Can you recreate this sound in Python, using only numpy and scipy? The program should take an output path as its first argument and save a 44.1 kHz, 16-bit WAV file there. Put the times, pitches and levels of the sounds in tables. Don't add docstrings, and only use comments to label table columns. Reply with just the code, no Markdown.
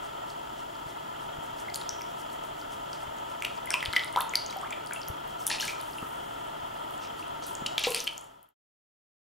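import sys
import numpy as np
from scipy import signal
from scipy.fft import rfft, irfft, next_fast_len
from scipy.io import wavfile
from scipy.ndimage import uniform_filter1d

SR = 44100
rng = np.random.default_rng(int(sys.argv[2]) if len(sys.argv) > 2 else 0)


def natural_amplitude(level_db):
    exponent = np.asarray(level_db, float) / 20
    return 10 ** exponent


def transcribe(signal):
    frames = np.atleast_2d(signal).T
    limited = np.clip(frames, -1, 1)
    pcm = np.round(limited * 32767).astype(np.int16)
    wavfile.write(sys.argv[1], SR, pcm)


N = 413658
TURN_HZ = 29.97
SPECK_CYCLES = 17


def evened(x):
    return x / np.sqrt(np.mean(x ** 2) + 1e-20)


def read(points, hz, order=1):
    columns = np.transpose(points)
    return np.interp(np.log(hz + 1), np.log(columns[0] + 1), columns[order])


def over_time(points, t):
    return natural_amplitude(np.interp(t, *np.transpose(points)))


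def add(mix, s, sound):
    part = mix[..., round(s * SR):][..., :sound.shape[-1]]
    part += sound[..., :part.shape[-1]]


def colour(x, points):
    size = next_fast_len(N)
    gain = natural_amplitude(read(points, np.fft.rfftfreq(size, 1 / SR)))
    return irfft(rfft(x, size) * gain, size)[..., :N]


def ports(mid, side):
    return np.array([mid + side, mid - side])


def bubble(db, hz, t60_ms, rise, soft_cycles=0.15):
    t60 = max(t60_ms, .8) / 1000
    t = np.arange(int(t60 * SR) + 8) / SR
    glide = rise * (np.minimum(6 * t / t60, 2.5) - .25)
    pitch = np.minimum(hz * 2 ** glide, 16500)
    onset = 1 - np.exp(-(t + 1 / SR) * hz / soft_cycles)
    return natural_amplitude(db + 3.5 - 60 * t / t60) * onset * np.sin(2 * np.pi * np.cumsum(pitch) / SR)


def spatter(db, hz, t60):
    crackle = np.clip(rng.standard_normal(600) ** 3 / 4, -1.5, 1.5)
    crackle *= natural_amplitude(db - 60 * np.arange(600) / SR / t60)
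    pole = np.exp(-2 * np.pi * min(hz, 7000) / SR)
    above = signal.lfilter([1, -2, 1], [1, -2 * pole, pole ** 2], crackle) * (1 + pole) ** 2 / 4
    return np.convolve(above, [.5, .5])


def speck(db, hz, cycles):
    out = np.zeros(1000)
    add(out, 0, -bubble(db + 1.5, hz, 1000 * cycles / hz, -.02, soft_cycles=0.38))
    add(out, 0, spatter(db - 7.0, 0.6 * hz, t60=0.0039))
    return out


def impact(out, s, db, hz, t60_ms, rise):
    add(out, s, -bubble(db, hz, t60_ms, rise, soft_cycles=0.27))
    sudden_db = db - t60_ms / 6
    tick = np.diff(signal.windows.hann(6), 2)
    add(out, s, natural_amplitude(sudden_db - 22.0) * tick)
    add(out, s, spatter(sudden_db - 5.0, 0.42 * hz, t60=0.012))
    add(out, s, speck(sudden_db - 16, 9400 * rng.uniform(.9, 1.3), SPECK_CYCLES))


def fizz(shape, hz, per_s, grainy, octaves):
    size = len(shape)
    grains = np.zeros(size + 2000)
    for at, spread, big, rise in rng.random((int(per_s * size / SR) + 1, 4)):
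        pitch = min(hz * 2 ** (octaves * (2 * spread - 1)), 14500)
        grain_db = 3.7 * min(-np.log(big), 3.5)
        add(grains, at * size / SR, bubble(grain_db, pitch, 24000 / pitch, 0.42 * rise))
    edges = [hz / 2 ** octaves, min(hz * 2 ** octaves, 16000)]
    hiss_band = signal.lfilter(*signal.butter(2, edges, "bandpass", fs=SR), rng.standard_normal(size))
    share = np.clip(grainy, 0, 1)
    return shape * (np.sqrt(share) * evened(grains[:size]) + np.sqrt(1 - share) * evened(hiss_band))


def house():
    # f/Hz, level/dB per Hz
    air_curve = [(15, -39.5), (25, -4), (81, -4.5), (135, -4.5), (173, -6), (305, -0.5), (420, -4),
                 (550, -16), (920, -120)]
    mid, side = colour(rng.standard_normal((2, N)), air_curve)
    return natural_amplitude(-52) * ports(evened(mid), 0.15 * evened(side))


def drive():
    # f/Hz, level/dB per Hz
    case_mid = [(250, -41.5), (420, -19.5), (679, -1.5), (754, -10.5), (919, 1.5), (1080, -12.5), (1330, 1),
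                (1530, -12.5), (1970, -12.5), (2340, -19.5), (3250, -7.5), (4000, -27.5), (5200, -53.5),
                (8800, -120)]
    # f/Hz, level/dB per Hz
    case_side = [(18, -66), (30, -47.5), (268, -21), (404, -8.5), (506, -9.5), (731, -1.5), (861, -10.5),
                 (974, 1.5), (1170, -15), (1300, -14.5), (1630, -17), (1800, -17.5), (2450, -30),
                 (3260, -21), (4000, -44.5), (5200, -69), (8800, -120)]
    # f/Hz, likeness 0-1, lead of side/rad
    side_link = [(59.9, .6, 9), (220, .1, -0.5), (350, 0.7, -0.5), (600, .9, -1), (850, .8, -2),
                 (980, .9, 0), (1125, .4, -1.3), (1287, .9, -3), (1460, 0.7, 0.5), (1900, 1, -2.5),
                 (2400, .2, 3.5), (3200, .9, -7), (3900, .2, 12.5)]
    # t/s, level/dB
    grip_damping = [(0, 0), (.4, -1), (.8, -1.5), (1.2, 0), (9, 0)]
    size = next_fast_len(N)
    hz = np.fft.rfftfreq(size, 1 / SR)
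    flutter = natural_amplitude(0.9 * evened(uniform_filter1d(rng.standard_normal(size), 500)))
    shared, own = rfft(rng.standard_normal((2, size)) * flutter)
    like = np.clip(read(side_link, hz), 0, 1)
    lead = np.exp(1j * read(side_link, hz, order=2))
    side = like * lead * shared + np.sqrt(1 - like ** 2) * own
    mid = evened(irfft(shared * natural_amplitude(read(case_mid, hz)), size)[:N])
    side = evened(irfft(side * natural_amplitude(read(case_side, hz)), size)[:N])
    return over_time(grip_damping, np.arange(N) / SR) * ports(natural_amplitude(-44) * mid, natural_amplitude(-39) * side)


def hiss():
    # f/Hz, level/dB per Hz
    hiss_curve = [(2120, -33), (3600, -30), (3950, -3), (6060, -7.5), (7330, -7.5), (7940, -10),
                  (15600, -10)]
    mid, side = colour(rng.standard_normal((2, N)), hiss_curve)
    side = colour(side, [(7000, -1), (14000, -11.5)])
    return natural_amplitude(-57.5) * ports(evened(mid), natural_amplitude(-8) * evened(side))


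def whines():
    # f/Hz, level/dB rms, depth at one throb a turn, depth at two, right port [factor]
    whine_table = [(150.3, -61.5, 0, .1, .9), (120.3, -65, 0, .1, .9), (4885, -84, 1.5, 0, -.2),
                   (7192.8, -76, .6, .2, .5), (7372.6, -72, .2, 1., .4), (9830, -88, .5, .3, .6),
                   (12288, -82, .8, .4, .5), (13486.5, -79, 1., .4, .4), (15734.3, -71, 0, 0, .97)]
    # t/s, level/dB
    whine_sag = [(0, 1.5), (3.5, 1.5), (4.5, -3), (9, -3)]
    out = np.zeros((2, N))
    t = np.arange(N) / SR
    once = np.cos(2 * np.pi * TURN_HZ * t)
    twice = np.cos(4 * np.pi * TURN_HZ * t + 1)
    for hz, db, deep1, deep2, right in whine_table:
        tone = np.sin(2 * np.pi * (hz * t + rng.random())) * (1 + deep1 * once + deep2 * twice)
        if 7000 < hz < 7500:
            tone = tone * over_time(whine_sag, t)
        out += np.sqrt(2) * natural_amplitude(db) * np.array([[2 - right], [right]]) * tone
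    half = np.cos(np.pi * TURN_HZ * t) + 0.9 * np.cos(3 * np.pi * TURN_HZ * t)
    return out + natural_amplitude(-70) * np.array([[1.5], [.5]]) * half * np.sin(2 * np.pi * 6758.3 * t)


def scratches():
    # middle t/s, level/dB, brightest f/Hz
    strokes = [(.05, -55.5, 5400), (.3, -54, 5470), (0.599, -57, 4960), (.89, -56.5, 6660),
               (1.229, -58, 7000), (1.449, -56.5, 8000), (1.601, -51, 7000), (2.1, -61, 8980),
               (2.2, -52.5, 8000), (2.33, -55, 8920), (2.45, -56.5, 9100), (2.601, -57, 9000),
               (2.73, -54, 7000), (2.941, -54.5, 6070), (3.02, -56, 7000), (3.18, -61, 8900),
               (3.31, -56.5, 7000), (3.559, -58, 6000), (4.52, -58.5, 9110), (5.301, -57.5, 7890),
               (5.417, -49, 7900), (7.04, -48.5, 4000), (7.2, -56, 7000)]
    out = np.zeros(N)
    swell = np.hanning(int(.09 * SR))
    for s, db, hz in strokes:
        add(out, s - .045, natural_amplitude(db) * fizz(swell, hz, 400, grainy=.4, octaves=.8))
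    return out


def drips():
    # t/s, peak level/dB, pitch f/Hz
    drip_table = [(.303, -38, 4600), (1.744, -24.5, 4700), (1.7443, -23.5, 7070), (1.7586, -26.5, 4400),
                  (1.8923, -17.5, 5780), (2.0188, -31.5, 5570), (2.9312, -30.5, 5000), (3.4055, -40, 6500),
                  (3.435, -38, 7500), (3.577, -42, 4760), (3.7055, -19, 5650), (3.7366, -25, 5200),
                  (3.9636, -21.5, 5100), (4.2945, -28.5, 6900), (4.5275, -38.5, 6000), (4.587, -40, 5300),
                  (4.8707, -36, 4730), (5.8115, -36, 3800), (5.5495, -28, 3780), (5.528, -25, 5270),
                  (5.473, -26.5, 6200), (5.591, -37, 7000), (5.752, -41, 7200), (8.1725, -37, 5600),
                  (8.12, -39, 7500), (7.9195, -27, 4400), (7.921, -31, 6600), (7.939, -27.5, 4300),
                  (6.9787, -39, 7500), (7.073, -41, 5600), (5.898, -45, 6700), (7.1947, -43, 4600),
                  (1.7005, -36, 4510), (2.3017, -43, 4480), (2.6145, -40, 4810), (3.1852, -39, 6800),
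                  (.7542, -46, 5000), (4.079, -35.5, 4600), (7.828, -28.5, 5600), (7.843, -25, 6000),
                  (4.463, -25, 6500), (4.5087, -33.5, 5500), (4.7068, -29.5, 7400), (5.0166, -31.5, 5300),
                  (5.079, -33, 5900), (5.4998, -21, 7180), (5.5257, -25, 4560), (5.514, -26, 4400),
                  (5.501, -27, 4400), (5.6086, -19, 5650), (5.6792, -25.5, 7000), (7.5522, -24.5, 7140),
                  (7.665, -23.5, 7400), (7.8373, -20.5, 7200), (7.9471, -14, 4730), (7.9718, -27, 4750),
                  (8.0035, -16, 5830), (8.0473, -28.5, 5070), (8.1795, -18.5, 7050)]
    out = np.zeros(N)
    for s, db, hz in drip_table:
        add(out, s, speck(db, hz, cycles=22))
    return out


def bumps():
    # t/s, peak level/dB, swing f/Hz
    shifts = [
        (0.864, -42, 130),
        (1.385, -39, 130),
        (3.078, -41.5, 80.1),
        (3.881, -35, 80.3),
        (5.099, -33, 90),
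        (5.668, -44, 140),
        (6.026, -35, 190),
        (7.62, -35, 199),
    ]
    # f/Hz, level over the swing/dB, t60/ms
    knock_modes = [(420, -6.5, 16), (1150, -10, 10)]
    out = np.zeros(N)
    for s, db, hz in shifts:
        turn = np.arange(int(1.6 * SR / hz)) * hz / SR
        envelope = np.exp(-turn / 0.58) * np.minimum(turn / 0.29, 1)
        add(out, s, -natural_amplitude(db + 9.0) * np.sin(2 * np.pi * turn) * envelope)
        for knock_hz, knock_db, t60_ms in knock_modes:
            add(out, s + 0.0032, hz / 190 * bubble(db + knock_db + 4.5, knock_hz, t60_ms, 0))
    return ports(out, 0.19 * out)


def gulps():
    # t/s, peak level/dB, pitch f/Hz, t60/ms, rise/octaves
    gulp_table = [(1.684, -34, 2090, 30, 0.014), (3.673, -33.5, 2110, 26, -0.078), (4.727, -33, 2310, 40, 0.3),
                  (4.7285, -33, 3300, 12, .1), (3.7411, -25.5, 1040, 35, -0.1),
                  (3.9339, -22.5, 1660, 8.8, -0.36), (3.9637, -13, 2063, 28, -0.068),
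                  (3.958, -28.5, 4000, 6, 0.45), (3.937, -30.5, 2100, 50, 0.05),
                  (4.161, -18.5, 934, 23, -0.15), (4.1722, -17, 972, 41, 0.12), (4.178, -25, 1250, 70, .3),
                  (4.3552, -10, 4660, 8.5, -.01), (4.366, -46, 4560, 200, .01), (4.39, -47, 4690, 200, -.01),
                  (5.64, -45, 4330, 160, .01), (5.72, -45, 2400, 200, 0), (4.5625, -31, 740, 70, 0.1),
                  (4.627, -39, 850, 45, 0.15), (4.6325, -31.5, 1120, 70, 0.5), (4.9101, -27, 1570, 17, -0.13),
                  (4.923, -33.5, 2350, 25, -0.12), (4.961, -31, 2750, 20, -.04),
                  (5.5037, -23, 1820, 17, 0.019), (5.5112, -32, 920, 39, -0.16),
                  (5.5296, -30.5, 2660, 25, -.02), (5.5842, -32, 2520, 20, .05),
                  (5.627, -30.5, 1690, 40, -0.16), (5.6814, -27, 2246, 28, 0.088),
                  (7.8699, -21.5, 471, 86, 0.074), (7.8814, -27.5, 1020, 34, 0.052),
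                  (8.074, -20, 2880, 14, 0.14), (8.0757, -14, 3100, 13, .05), (8.077, -20, 2450, 14, 0)]
    out = np.zeros(N)
    for s, db, hz, t60_ms, rise in gulp_table:
        impact(out, s, db, hz, t60_ms, rise)
    return out


def splashes():
    # start t/s, level/dB, length/s, brightest f/Hz
    sheets = [(1.738, -44, .04, 10500), (3.903, -56, 0.16, 4960), (4.184, -57, 0.086, 10000),
              (5.463, -38, 0.032, 9460), (5.497, -32.5, 0.078, 3560), (5.597, -36.5, .125, 4360),
              (5.599, -44.5, 0.14, 10000), (5.746, -56.5, .8, 10280), (6.07, -57, .08, 13500),
              (6.905, -58, .07, 13000), (6.708, -63.5, 0.46, 11230), (7.417, -48, 0.091, 5300),
              (7.461, -48, 0.092, 11000), (7.662, -28.5, .009, 4500), (7.783, -35.5, 0.054, 3700),
              (7.835, -30, 0.05, 3540), (7.851, -40, 0.22, 9350), (7.947, -32.5, 0.09, 3760),
              (8.099, -56, .3, 9000)]
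    out = np.zeros(N)
    for s, db, length, hz in sheets:
        u = np.linspace(0, 1, int(length * SR))
        burst = np.minimum(u / .08, 1) * np.sqrt(1 - u)
        add(out, s, natural_amplitude(db) * fizz(burst, hz, 2200, grainy=.75, octaves=.7))
    return out


def froth():
    # t/s, peak level/dB, pitch f/Hz
    surfacing = [(1.7402, -35, 4700), (3.7273, -33, 2660), (3.853, -30, 4400), (4.187, -33, 1020),
                 (4.152, -35, 2050), (4.2095, -27, 3400), (4.2115, -31, 4000), (4.933, -31.5, 7100),
                 (5.0319, -35.5, 4500), (5.598, -31, 11000), (5.4775, -32, 3350), (5.693, -30, 2400),
                 (5.699, -33, 2400), (5.803, -39, 4530), (5.9334, -41, 4800), (6.027, -34, 1220),
                 (7.226, -36.5, 2580), (7.439, -38, 5530), (7.869, -30, 757), (7.844, -23, 2480),
                 (7.8525, -23, 2600), (7.8483, -22, 3900), (7.852, -27, 4300), (7.864, -28, 3500),
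                 (7.9197, -25.5, 2620), (7.969, -29, 2400)]
    out = np.zeros(N)
    for s, db, hz in surfacing:
        add(out, s, -bubble(db, hz, 1000 * 49 / hz, rise=0.16))
    return out


def specks():
    # t/s, peak level/dB, pitch f/Hz
    speck_table = [(1.7582, -17, 9940), (2.0174, -35, 13140), (3.6583, -26.5, 11000), (3.7052, -15, 8760),
                   (3.8529, -29, 9500), (4.0458, -25.5, 9900), (4.1275, -31, 9200), (4.188, -27.5, 11080),
                   (4.2065, -16.5, 11250), (4.2193, -23, 11800), (4.3563, -18, 10910), (4.5698, -32, 12280),
                   (4.6138, -34.5, 8210), (4.8623, -32, 8950), (4.9359, -21, 10040), (5.0843, -21.5, 12080),
                   (5.2772, -34.5, 13500), (5.4675, -8, 9720), (5.4773, -13.5, 10900), (5.652, -24.5, 9530),
                   (5.813, -28.5, 10570), (5.8806, -43.5, 8500), (5.9121, -37, 12300), (6.023, -42, 9500),
                   (6.073, -39, 13950), (6.4748, -41, 8500), (6.662, -42, 10500), (6.9078, -39, 12700),
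                   (6.942, -43, 10000), (7.1947, -37, 8920), (7.2815, -41, 9000), (7.857, -26, 8020),
                   (7.92, -25, 10730), (7.935, -29, 10000), (7.9625, -23.5, 8900), (7.9645, -24.5, 10200),
                   (7.9815, -25.5, 8800), (8.003, -24, 10500), (8.067, -27, 8500), (8.11, -34, 9800),
                   (8.133, -31, 10500), (8.243, -31, 10500), (4.5065, -36.5, 8500), (4.873, -34, 9700),
                   (7.467, -26.5, 10920), (7.795, -20.5, 10720), (7.9053, -16, 10800), (7.9471, -10, 9500),
                   (8.042, -19, 12000), (8.179, -25.5, 12410), (8.2118, -27, 9900), (8.4298, -20, 12050),
                   (8.4893, -20, 12570)]
    out = np.zeros(N)
    for s, db, hz in speck_table:
        add(out, s, speck(db, hz, SPECK_CYCLES))
    return out


def plinks():
    # t/s, peak level/dB, pitch f/Hz, t60/ms
    plink_table = [(1.8139, -28, 4050, 4), (2.0105, -30, 2400, 4.6), (3.423, -18.5, 2480, 5.6),
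                   (3.4479, -17.5, 2800, 4), (3.45, -15, 2863, 5.8), (3.7051, -23.5, 2260, 11),
                   (3.7115, -24, 1630, 9), (3.7405, -12.5, 2660, 11), (3.806, -29.5, 3320, 14),
                   (3.8275, -17, 2085, 7), (3.8589, -18.5, 3330, 5.7), (3.929, -26.5, 4250, 8),
                   (3.934, -22, 3290, 5.6), (3.967, -15.5, 3200, 10), (3.9944, -26, 3340, 11),
                   (4.0365, -27, 3590, 7), (4.1612, -19, 3600, 4.1), (4.2075, -27, 2900, 6),
                   (4.337, -22, 2230, 12), (4.3475, -31.5, 2150, 12), (4.5, -37.5, 4050, 25),
                   (4.527, -36, 2260, 14), (4.6747, -37, 2240, 12), (4.708, -34, 2400, 8),
                   (7.782, -22, 2550, 9), (3.7175, -31, 5500, 12), (3.748, -25, 2500, 25),
                   (4.0105, -30, 2050, 14), (4.023, -33, 2050, 14), (3.9942, -30, 4200, 6),
                   (4.03, -33.5, 4000, 6), (7.794, -24, 3200, 8), (8.0765, -23, 4600, 10),
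                   (4.7249, -28, 2250, 10), (5.5139, -27, 4020, 10), (5.6, -23.5, 3030, 14),
                   (5.616, -25, 4400, 13), (5.9842, -31, 2900, 14), (7.662, -22.5, 3000, 18),
                   (7.7803, -10, 3500, 5.5), (7.8395, -16.5, 2995, 6), (7.8702, -18.5, 3900, 6),
                   (7.946, -16, 2740, 7), (8.071, -15.5, 2990, 10.4)]
    out = np.zeros(N)
    for s, db, hz, t60_ms in plink_table:
        impact(out, s, db, hz, t60_ms, rise=-0.09)
    return out


def squeak():
    # t/s, length/s, level/dB, f/Hz
    slip = (5.965, .035, -50, 11000)
    out = np.zeros(N)
    s, length, db, hz = slip
    t = np.arange(int(length * SR)) / SR
    add(out, s, natural_amplitude(db) * np.sin(2 * np.pi * hz * t) * np.sin(np.pi * t / length))
    return out


def bathroom(x):
    # f/Hz, t60/s, strength level/dB
    tiles = [(400, 0.57, 2), (1497, 0.29, 4), (4500, 0.44, -1), (7000, 0.4, -0.5), (10000, 0.3, 1),
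             (15000, 0.072, -1), (15920, 0.18, -41.5)]
    # delay t/s, level/dB
    tub_echoes = [(.0027, -16.5), (.0068, -20), (0.0108, -17.5), (0.016, -18), (.019, -20.5)]
    hz, t, z = signal.stft(rng.standard_normal((2, SR * 3 // 4)), SR, nperseg=256)
    z = z * natural_amplitude(-60 * t / read(tiles, hz)[:, None]) * (1 - np.exp(-t / 0.017))
    tail = signal.istft(z, SR, nperseg=256)[1]
    tail *= natural_amplitude(-10.5) / np.linalg.norm(tail[0])
    for s, db in tub_echoes:
        add(tail, s, natural_amplitude(db) * np.array([[-1.], [.4]]))
    wet = signal.fftconvolve(x[None], tail, axes=1)[:, :N]
    mid, side = colour(wet, [(f, db) for f, _, db in tiles])
    lag = np.diff(x, prepend=0)
    return ports(x + mid, 0.089 * x + .05 * lag + natural_amplitude(-11.5) * side)


def band_edge(x):
    edge_hz = 15770
    return colour(x, [(edge_hz, 0), (edge_hz + 60, -40)])


def scene():
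    clicks = drips() + gulps() + specks() + plinks() + squeak()
    stir = scratches() + splashes() + froth()
    steady = house() + drive() + hiss() + whines()
    return bathroom(clicks + band_edge(stir)) + bumps() + band_edge(steady)


def band_limit(x):
    return signal.sosfilt(signal.butter(12, 16830, fs=SR, output="sos"), x)


def record(dry):
    fade_end, fade_length = 8.546, 0.8
    dry = signal.sosfilt(signal.butter(4, 15000, fs=SR, output="sos"), dry)
    left = (fade_end - np.arange(N) / SR) / fade_length
    return band_limit(dry * np.clip(left, 0, 1) ** 1.214)


dry = scene()
out = record(dry)
transcribe(out)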